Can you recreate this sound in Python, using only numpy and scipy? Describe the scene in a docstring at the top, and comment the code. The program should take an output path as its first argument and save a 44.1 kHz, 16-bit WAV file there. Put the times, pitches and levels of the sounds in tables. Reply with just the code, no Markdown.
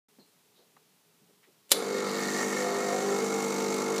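"""A faint fumble in a quiet kitchen, then a switch snaps and an espresso pump buzzes to life, close up.
Its piston shuttles once per mains cycle, giving a hum of unsteady overtones and knocks that rattle
the steel case. Water hisses in bursts timed to the strokes, and a resonance climbs as pressure builds.
Soft microphone hiss and a low room murmur lie underneath."""
import sys
import numpy as np
from scipy import signal
from scipy.fft import rfft, irfft, next_fast_len
from scipy.io import wavfile
from scipy.ndimage import map_coordinates

SR = 44100
rng = np.random.default_rng(int(sys.argv[2]) if len(sys.argv) > 2 else 0)


def bounce(signal):
    """Save signal as a 16-bit WAV file at the path given by the first command-line argument."""
    frames = np.transpose(np.atleast_2d(signal))
    limited = np.clip(frames, -1, 1)
    pcm = np.round(limited * 32767).astype(np.int16)
    wavfile.write(sys.argv[1], SR, pcm)


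N = 176400
T = np.arange(N) / SR

MAINS_HZ, CYCLE_START_S = 50.04, 1.75
PUMP_ON_S, SPIN_UP_S = 1.722, 0.019
STROKE_MS, STROKE_SPREAD_CYCLES = 1.5, .17  # where in the cycle the overtones gather, and how loosely
WANDER_DEPTH, WANDER_PER_S = 0.32, 22
KNOCK_SCATTER_MS, KNOCK_DRIFT_MS, KNOCK_SCATTER_DB = .12, .4, 3
STEADY_HISS_DB, SPURT_SCATTER_DB = -3, 2.5
STRAIN_WIDTH_HZ = 35
ROOM_DB, ROOM_T60_S = -16, 0.43

# Fader for the hum below 400 Hz: time_s, level_db
LOW_HUM_FADER = [(1.76, -42.5), (2.3, -35.5), (2.8, -38), (3.3, -35.5)]
# Balance of harmonics 3 to 7: gain_db
LOW_HARMONICS = [-11.5, 0, -3, -5, -3]
# Faders for harmonics 8 to 10, near 400-500 Hz: time_s, eighth_db, ninth_db, tenth_db
MID_HUM_FADERS = [(1.85, -43, -39.5, -46.5), (1.95, -32.5, -39.5, -38.5), (2.15, -46, -36.5, -44),
                  (2.4, -38.5, -41, -47), (2.53, -40.5, -36.5, -48), (2.62, -40, -57, -33),
                  (2.75, -33, -44, -38.5), (2.95, -38, -42, -35), (3.1, -30, -47.5, -50),
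                  (3.22, -36.5, -29.5, -54), (3.45, -46.5, -35, -46), (3.65, -37, -35, -52),
                  (3.94, -39.5, -34, -51)]
# Balance of harmonics 11 to 28: gain_db
HIGH_HARMONICS = [-2.5, -38, -7, -3.5, -4.5, -21, -6, -8, -18, -6.5, -9, -5, -6.5, -6, -18, -10.5, -11,
                  -4.5]
# Resonance that climbs as pressure builds: time_s, pitch_hz, level_db
STRAIN_PATH = [(2.5, 750, -76), (2.62, 735, -41.5), (2.72, 680, -33.5), (2.8, 700, -48), (2.92, 708, -37),
               (2.97, 750, -42.5), (3.02, 778, -38), (3.15, 787, -45.5), (3.25, 797, -50),
               (3.4, 784.4, -41), (3.5, 888, -53), (3.95, 873, -47.5)]
# Faders for rattle and hiss: time_s, knock_db, lower_panel_db, upper_panel_db, mid_hiss_db, high_hiss_db
PUMP_FADERS = [(1.8, -45.5, -68, -50, -54, -50.5), (1.98, -43.5, -44.5, -45, -45.5, -46.5),
               (2.04, -41, -53, -49, -50, -47.5), (2.08, -42, -46.5, -42, -43, -45),
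               (2.33, -43, -38, -46, -45.5, -41), (2.41, -38.5, -36, -42, -45, -38.5),
               (2.47, -42.5, -40.5, -44.5, -50, -40.5), (2.6, -42.5, -38, -40.5, -48, -41),
               (2.68, -41, -43.5, -45.5, -47, -43.5), (3.1, -41.5, -45.5, -48, -48, -42),
               (3.38, -43, -69, -43.5, -48, -41.5), (3.95, -41, -51.5, -46, -47, -43)]
# Piston and valve hits within a cycle: offset_ms, gain_db
CYCLE_KNOCKS = [(9.5, -7), (14, -5), (16.5, -9.5), (19.2, -3.5)]
# Modes of the case and two panels: pitch_hz, width_hz, gain_db
CASE_MODES = [(511, 77, 4.5), (966, 215, -8), (1193, 127, -3.5), (1338, 138, -1)]
LOWER_PANEL_MODES = [(1750, 114, -2), (1900, 150, -1)]
UPPER_PANEL_MODES = [(2169, 120, 0)]
# Slow first strokes: start_s
THUD_STARTS = [1.748, 1.774, 1.802, 1.824, 1.850, 1.874]
# Their dull ring: pitch_hz, width_hz, gain_db
THUD_MODES = [(470, 37, 17.8)]
# Water spurts within a cycle: offset_ms, fall_ms, gain_db
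CYCLE_SPURTS = [(4.6, 2.3, -1.5), (12.4, 2.5, -1), (16, 5.1, -2)]
# Spurt strength as the water load changes: time_s, first_spurt_db, later_spurts_db
WATER_LOAD = [(2.05, 1, 3), (2.075, 6, -5.5), (2.62, 5.5, 1), (2.7, 2, -2), (3.72, -2.5, 2), (3.74, 2, 5),
              (3.8, -4, 2.5), (3.94, -16, -1), (3.965, -5, 5.5)]
# Body of the water hiss: centre_hz, width_hz, gain_db
MID_HISS_BAND = [(4100, 6100, 0)]
# Sizzle of the water hiss: frequency_hz, gain_db
HIGH_HISS_EQ = [(3000, -3.5), (5300, -21), (5800, -8.5), (7200, -4.5), (9100, -7.5), (11000, -13.5),
                (15400, -16.5)]
# Bright modes of the steel: pitch_hz, width_hz, gain_db
MID_STEEL_MODES = [(3640, 70, -1), (3880, 160, -1), (4327, 160, 1), (4644, 160, 0), (5109, 200, -4)]
HIGH_STEEL_MODES = [(5840, 400, 1.5), (6270, 90, 4), (6660, 260, 4), (6823, 140, 0), (7280, 226, 3)]
# Shaking noise between the overtones: frequency_hz, gain_db
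BUZZ_EQ = [(30, -16), (110, -25), (190, -4), (450, -17), (1350, -18.5), (1600, -16), (2600, -23.5),
           (3400, -70)]
# Ticks and snap of the switch: start_s, level_db, t60_s
SWITCH_HITS = [(1.6935, -45.5, 0.071), (1.705, -36, 0.11), (1.711, -25.5, 0.19), (1.7166, -4.5, 0.041),
               (1.7195, -9.5, 0.042)]
# Colour of each crack: frequency_hz, gain_db
SNAP_EQ = [(150, -54.5), (460, -1), (800, -11), (2300, -5.5), (3800, -1.5), (6000, -5.5), (10700, -4),
           (15400, -15.5)]
# Ring of the switch housing: pitch_hz, gain_db, t60_s
HOUSING_MODES = [(537, -4, 0.16), (3730, -1.5, 0.036), (4030, -8, 0.07), (4510, -14, 0.036),
                 (5650, -14, 0.11), (7370, 4.5, 0.017)]
# Handling sounds, and one thin spit of water: start_s, level_db, centre_hz, width_hz, rise_s, t60_s
HAND_FUMBLES = [(.184, -52.5, 277, 247.2, 0.0016, 0.17), (.192, -60, 4231, 300, 0.00629, 0.31),
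                (0.549, -58.5, 3887, 900, 0.02798, 0.3), (0.577, -54.5, 480, 298, 0.018, 0.2),
                (.7655, -53, 980, 800, 0.00033, 0.05), (1.213, -60, 179, 101, .005, 0.3),
                (1.292, -58, 390, 160, 0.003, 0.12), (1.428, -57, 1950, 1500, .008, 0.15),
                (1.468, -58, 396, 200, 0.0097, 0.17)]
WATER_SPIT = (2.165, -47, 14200, 1200, .015, .2)
# Microphone hiss: frequency_hz, gain_db
FLOOR_EQ = [(40, -10), (180, -1), (420, -11), (1000, -12), (1700, -15), (3500, -14), (15400, -18.5)]


def pump():
    """The piston hums, shakes the steel and drives the water, all fading up quickly at switch-on."""
    knock_db, lower_db, upper_db, mid_db, high_db = curves(PUMP_FADERS)
    hits = knocks()
    steel = rattle(hits, knock_db, lower_db, upper_db)
    water = water_hiss(hits, mid_db, high_db)
    spin_up = np.clip((T - PUMP_ON_S) / SPIN_UP_S, 0, 1)
    return spin_up * (hum(knock_db) + strain() + first_strokes() + steel + water)


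def overtone(k, wander):
    """A tone at k times the stroke rate, wavering in level and phase."""
    swell = 1 + wander / 2 * wobble(WANDER_PER_S)
    sway = wander * wobble(WANDER_PER_S)
    turns = k * MAINS_HZ * (T - CYCLE_START_S - STROKE_MS / 1000)
    turns += STROKE_SPREAD_CYCLES * rng.standard_normal()
    return swell * np.cos(2 * np.pi * turns + sway)


def hum(knock_db):
    """Harmonics of the stroke, shakier the higher they lie; the top ones ride the knock fader."""
    def harmonic(k):
        main = overtone(k, WANDER_DEPTH * (k / 8) ** 0.9)
        return main + amp(-13.5) * overtone(k + .5, 0.64)  # alternating strokes add a tone halfway up

    def stack(gains_db, first):
        return unit(sum(amp(db) * harmonic(k) for k, db in enumerate(gains_db, first)))

    low = amp(curves(LOW_HUM_FADER)[0]) * stack(LOW_HARMONICS, first=3)
    high = amp(knock_db + 1) * stack(HIGH_HARMONICS, first=11)
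    mid = sum(amp(db) * unit(harmonic(k)) for k, db in enumerate(curves(MID_HUM_FADERS), 8))
    return low + mid + high


def strain():
    """A resonance climbs unevenly as pressure builds, picking out the overtones it passes."""
    pitch_hz, level_db = curves(STRAIN_PATH)
    nearness = lambda k: np.exp(-((k * MAINS_HZ - pitch_hz) / STRAIN_WIDTH_HZ) ** 2)
    whine = sum(overtone(k, wander=0.65) * nearness(k) for k in range(12, 21))
    return amp(level_db) * np.sqrt(2) * whine


def knocks():
    """Impulses of the piston and its valve, at set moments of every cycle but a little uneven."""
    offset_ms, gain_db = np.transpose(CYCLE_KNOCKS)
    cycles_s = np.arange(int(N / SR * MAINS_HZ) - 2) / MAINS_HZ + CYCLE_START_S % (1 / MAINS_HZ)
    drift = np.array([wobble(4)[(cycles_s * SR).astype(int)] for _ in offset_ms]).T
    slip_ms = KNOCK_DRIFT_MS * drift + KNOCK_SCATTER_MS * rng.standard_normal(drift.shape)
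    hit_s = cycles_s[:, None] + (offset_ms + slip_ms) / 1000
    force = amp(gain_db + KNOCK_SCATTER_DB * rng.standard_normal(drift.shape))
    return np.bincount(np.abs(hit_s * SR).astype(int).ravel(), force.ravel(), N)[:N]


def rattle(hits, knock_db, lower_db, upper_db):
    """Knocks and loose chatter ring the case and its panels over a steady shaking noise."""
    chatter = hits + .6 * hits.std() * rng.standard_normal(N)
    case = amp(knock_db + 1.5) * unit(resonant(chatter, CASE_MODES))
    panels = sum(amp(db - 1) * unit(resonant(resonant(chatter, modes), modes))
                 for db, modes in [(lower_db, LOWER_PANEL_MODES), (upper_db, UPPER_PANEL_MODES)])
    buzz = amp(knock_db.mean()) * unit(coloured(rng.standard_normal(N), BUZZ_EQ))
    return case + panels + buzz


def first_strokes():
    """The first strokes land slowly and apart, each a dull ring of the case."""
    strokes = np.bincount((np.array(THUD_STARTS) * SR).astype(int), minlength=N)
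    return resonant(strokes, THUD_MODES)


def spurts():
    """Water noise surges three times a cycle over a steady flow: quick rise, slower fall."""
    cycle_ms = 1000 / MAINS_HZ
    clock_ms = (T - CYCLE_START_S) * 1000 + 0.23 * wobble(28.8)
    first_db, later_db = curves(WATER_LOAD)
    flow = amp(STEADY_HISS_DB)
    for (offset_ms, fall_ms, db), load_db in zip(CYCLE_SPURTS, [first_db, later_db, later_db]):
        from_peak_ms = (clock_ms - offset_ms + cycle_ms / 2) % cycle_ms - cycle_ms / 2
        width_ms = np.where(from_peak_ms < 0, .35 * fall_ms, fall_ms)
        surge = np.exp(-(from_peak_ms / width_ms) ** 2)
        flow = flow + amp(db + load_db + SPURT_SCATTER_DB * wobble(29.87)) * surge
    return flow * rng.standard_normal(N)


def water_hiss(hits, mid_db, high_db):
    """Two bands of pulsing hiss, each with the ring of steel excited by knocks and spurts."""
    def ring(modes):
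        return unit(resonant(unit(hits) / 2 + unit(spurts()), modes))

    body = unit(resonant(resonant(spurts(), MID_HISS_BAND), MID_HISS_BAND))
    sizzle = unit(coloured(spurts(), HIGH_HISS_EQ))
    mid = amp(mid_db) * (amp(-2) * body + ring(MID_STEEL_MODES))
    high = amp(high_db) * (amp(-2.5) * sizzle + ring(HIGH_STEEL_MODES))
    return mid + high


def switch():
    """Small ticks lead into a sharp snap that rings the housing and the kitchen."""
    out, t = np.zeros(N), T[:SR // 2]
    attack = 1 - np.exp(-t / .0002)
    for start_s, level_db, t60_s in SWITCH_HITS:
        crack = unit(coloured(rng.standard_normal(len(t)), SNAP_EQ)) * amp(-60 * t / t60_s) / 2
        ring = sum(amp(db + 2 * rng.standard_normal() - 60 * t / ring_s) * np.sin(2 * np.pi * hz * t)
                   for hz, db, ring_s in HOUSING_MODES)
        out[round(start_s * SR):][:len(t)] += amp(level_db) * attack * (crack + amp(-13.5) * ring)
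    bright_noise = resonant(rng.standard_normal(len(t)), [(3780, 1400, 3.0), (10709, 6700, -2.5)])
    tail = bright_noise * amp(-60 * t / ROOM_T60_S)
    return out + amp(ROOM_DB) * signal.fftconvolve(out, tail / np.linalg.norm(tail))[:N]


def fumbles_and_spit():
    """A hand bumps and rustles, and water spits once: each a faint, dying puff of narrow noise."""
    out, t = np.zeros(N), T[:SR // 2]
    for start_s, level_db, centre_hz, width_hz, rise_s, t60_s in [*HAND_FUMBLES, WATER_SPIT]:
        band = resonant(rng.standard_normal(len(t)), [(centre_hz, width_hz, 0)])
        puff = unit(resonant(band, [(centre_hz, 2 * width_hz, 0)]))
        envelope = amp(level_db - 60 * t / t60_s) * (1 - np.exp(-t / rise_s))
        out[round(start_s * SR):][:len(t)] += envelope * puff
    return out


def room_tone():
    """Steady microphone hiss and an uneven low murmur of the room."""
    hiss = amp(-66) * unit(coloured(rng.standard_normal(N), FLOOR_EQ))
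    murmur_db = -76 + 2.2 * wobble(12)
    murmur = resonant(rng.standard_normal(N), [(167, 16, -0.5), (422, 26, -0.5)])
    return hiss + amp(murmur_db) * unit(resonant(murmur, [(274.2, 1174, 0)]))


def amp(db):
    """Decibels to linear gain."""
    return 10 ** (np.asarray(db) / 20)


def unit(x):
    """x at an RMS of one."""
    return x / np.sqrt(np.mean(x ** 2) + 1e-20)


def curves(rows):
    """A per-sample automation curve for each column after time_s."""
    time_s, *columns = np.transpose(rows)
    return [np.interp(T, time_s, column) for column in columns]


def wobble(knots_per_s):
    """A smooth random drift."""
    coarse_s = T[::32]
    drift = map_coordinates(rng.standard_normal(400), [coarse_s * knots_per_s])
    return np.interp(T, coarse_s, drift)


def filtered(x, response):
    """x through a complex frequency response."""
    size = next_fast_len(len(x) + 8192)
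    return irfft(rfft(x, size) * response(np.fft.rfftfreq(size, 1 / SR)), size)[:len(x)]


def coloured(x, eq):
    """x through an EQ curve: frequency_hz, gain_db."""
    points_hz, gain_db = np.transpose(eq)
    return filtered(x, lambda hz: amp(np.interp(np.log(hz + 1), np.log(points_hz + 1), gain_db)))


def resonant(x, modes):
    """x through parallel resonators of alternating polarity: pitch_hz, width_hz, gain_db."""
    def response(hz):
        return sum((-1) ** k * amp(db) * 1j * hz * width / (pitch ** 2 - hz ** 2 + 1j * hz * width)
                   for k, (pitch, width, db) in enumerate(modes))
    return filtered(x, response)


def scene():
    """Pump and switch over the quiet kitchen, in mono."""
    return (pump() + switch() + room_tone() + fumbles_and_spit())[None]


def record(dry):
    """The microphone opens after a beat of silence, thins the deep bass and cuts the very top."""
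    open_s, bass_hz, top_hz = 0.084, 125, 15300
    x = filtered(dry[0], lambda hz: (hz < top_hz) * (0.023 + hz ** 4 / (hz ** 4 + bass_hz ** 4)))
    return (x * np.clip((T - open_s) / .002, 0, 1))[None]


dry = scene()
out = record(dry)
bounce(out)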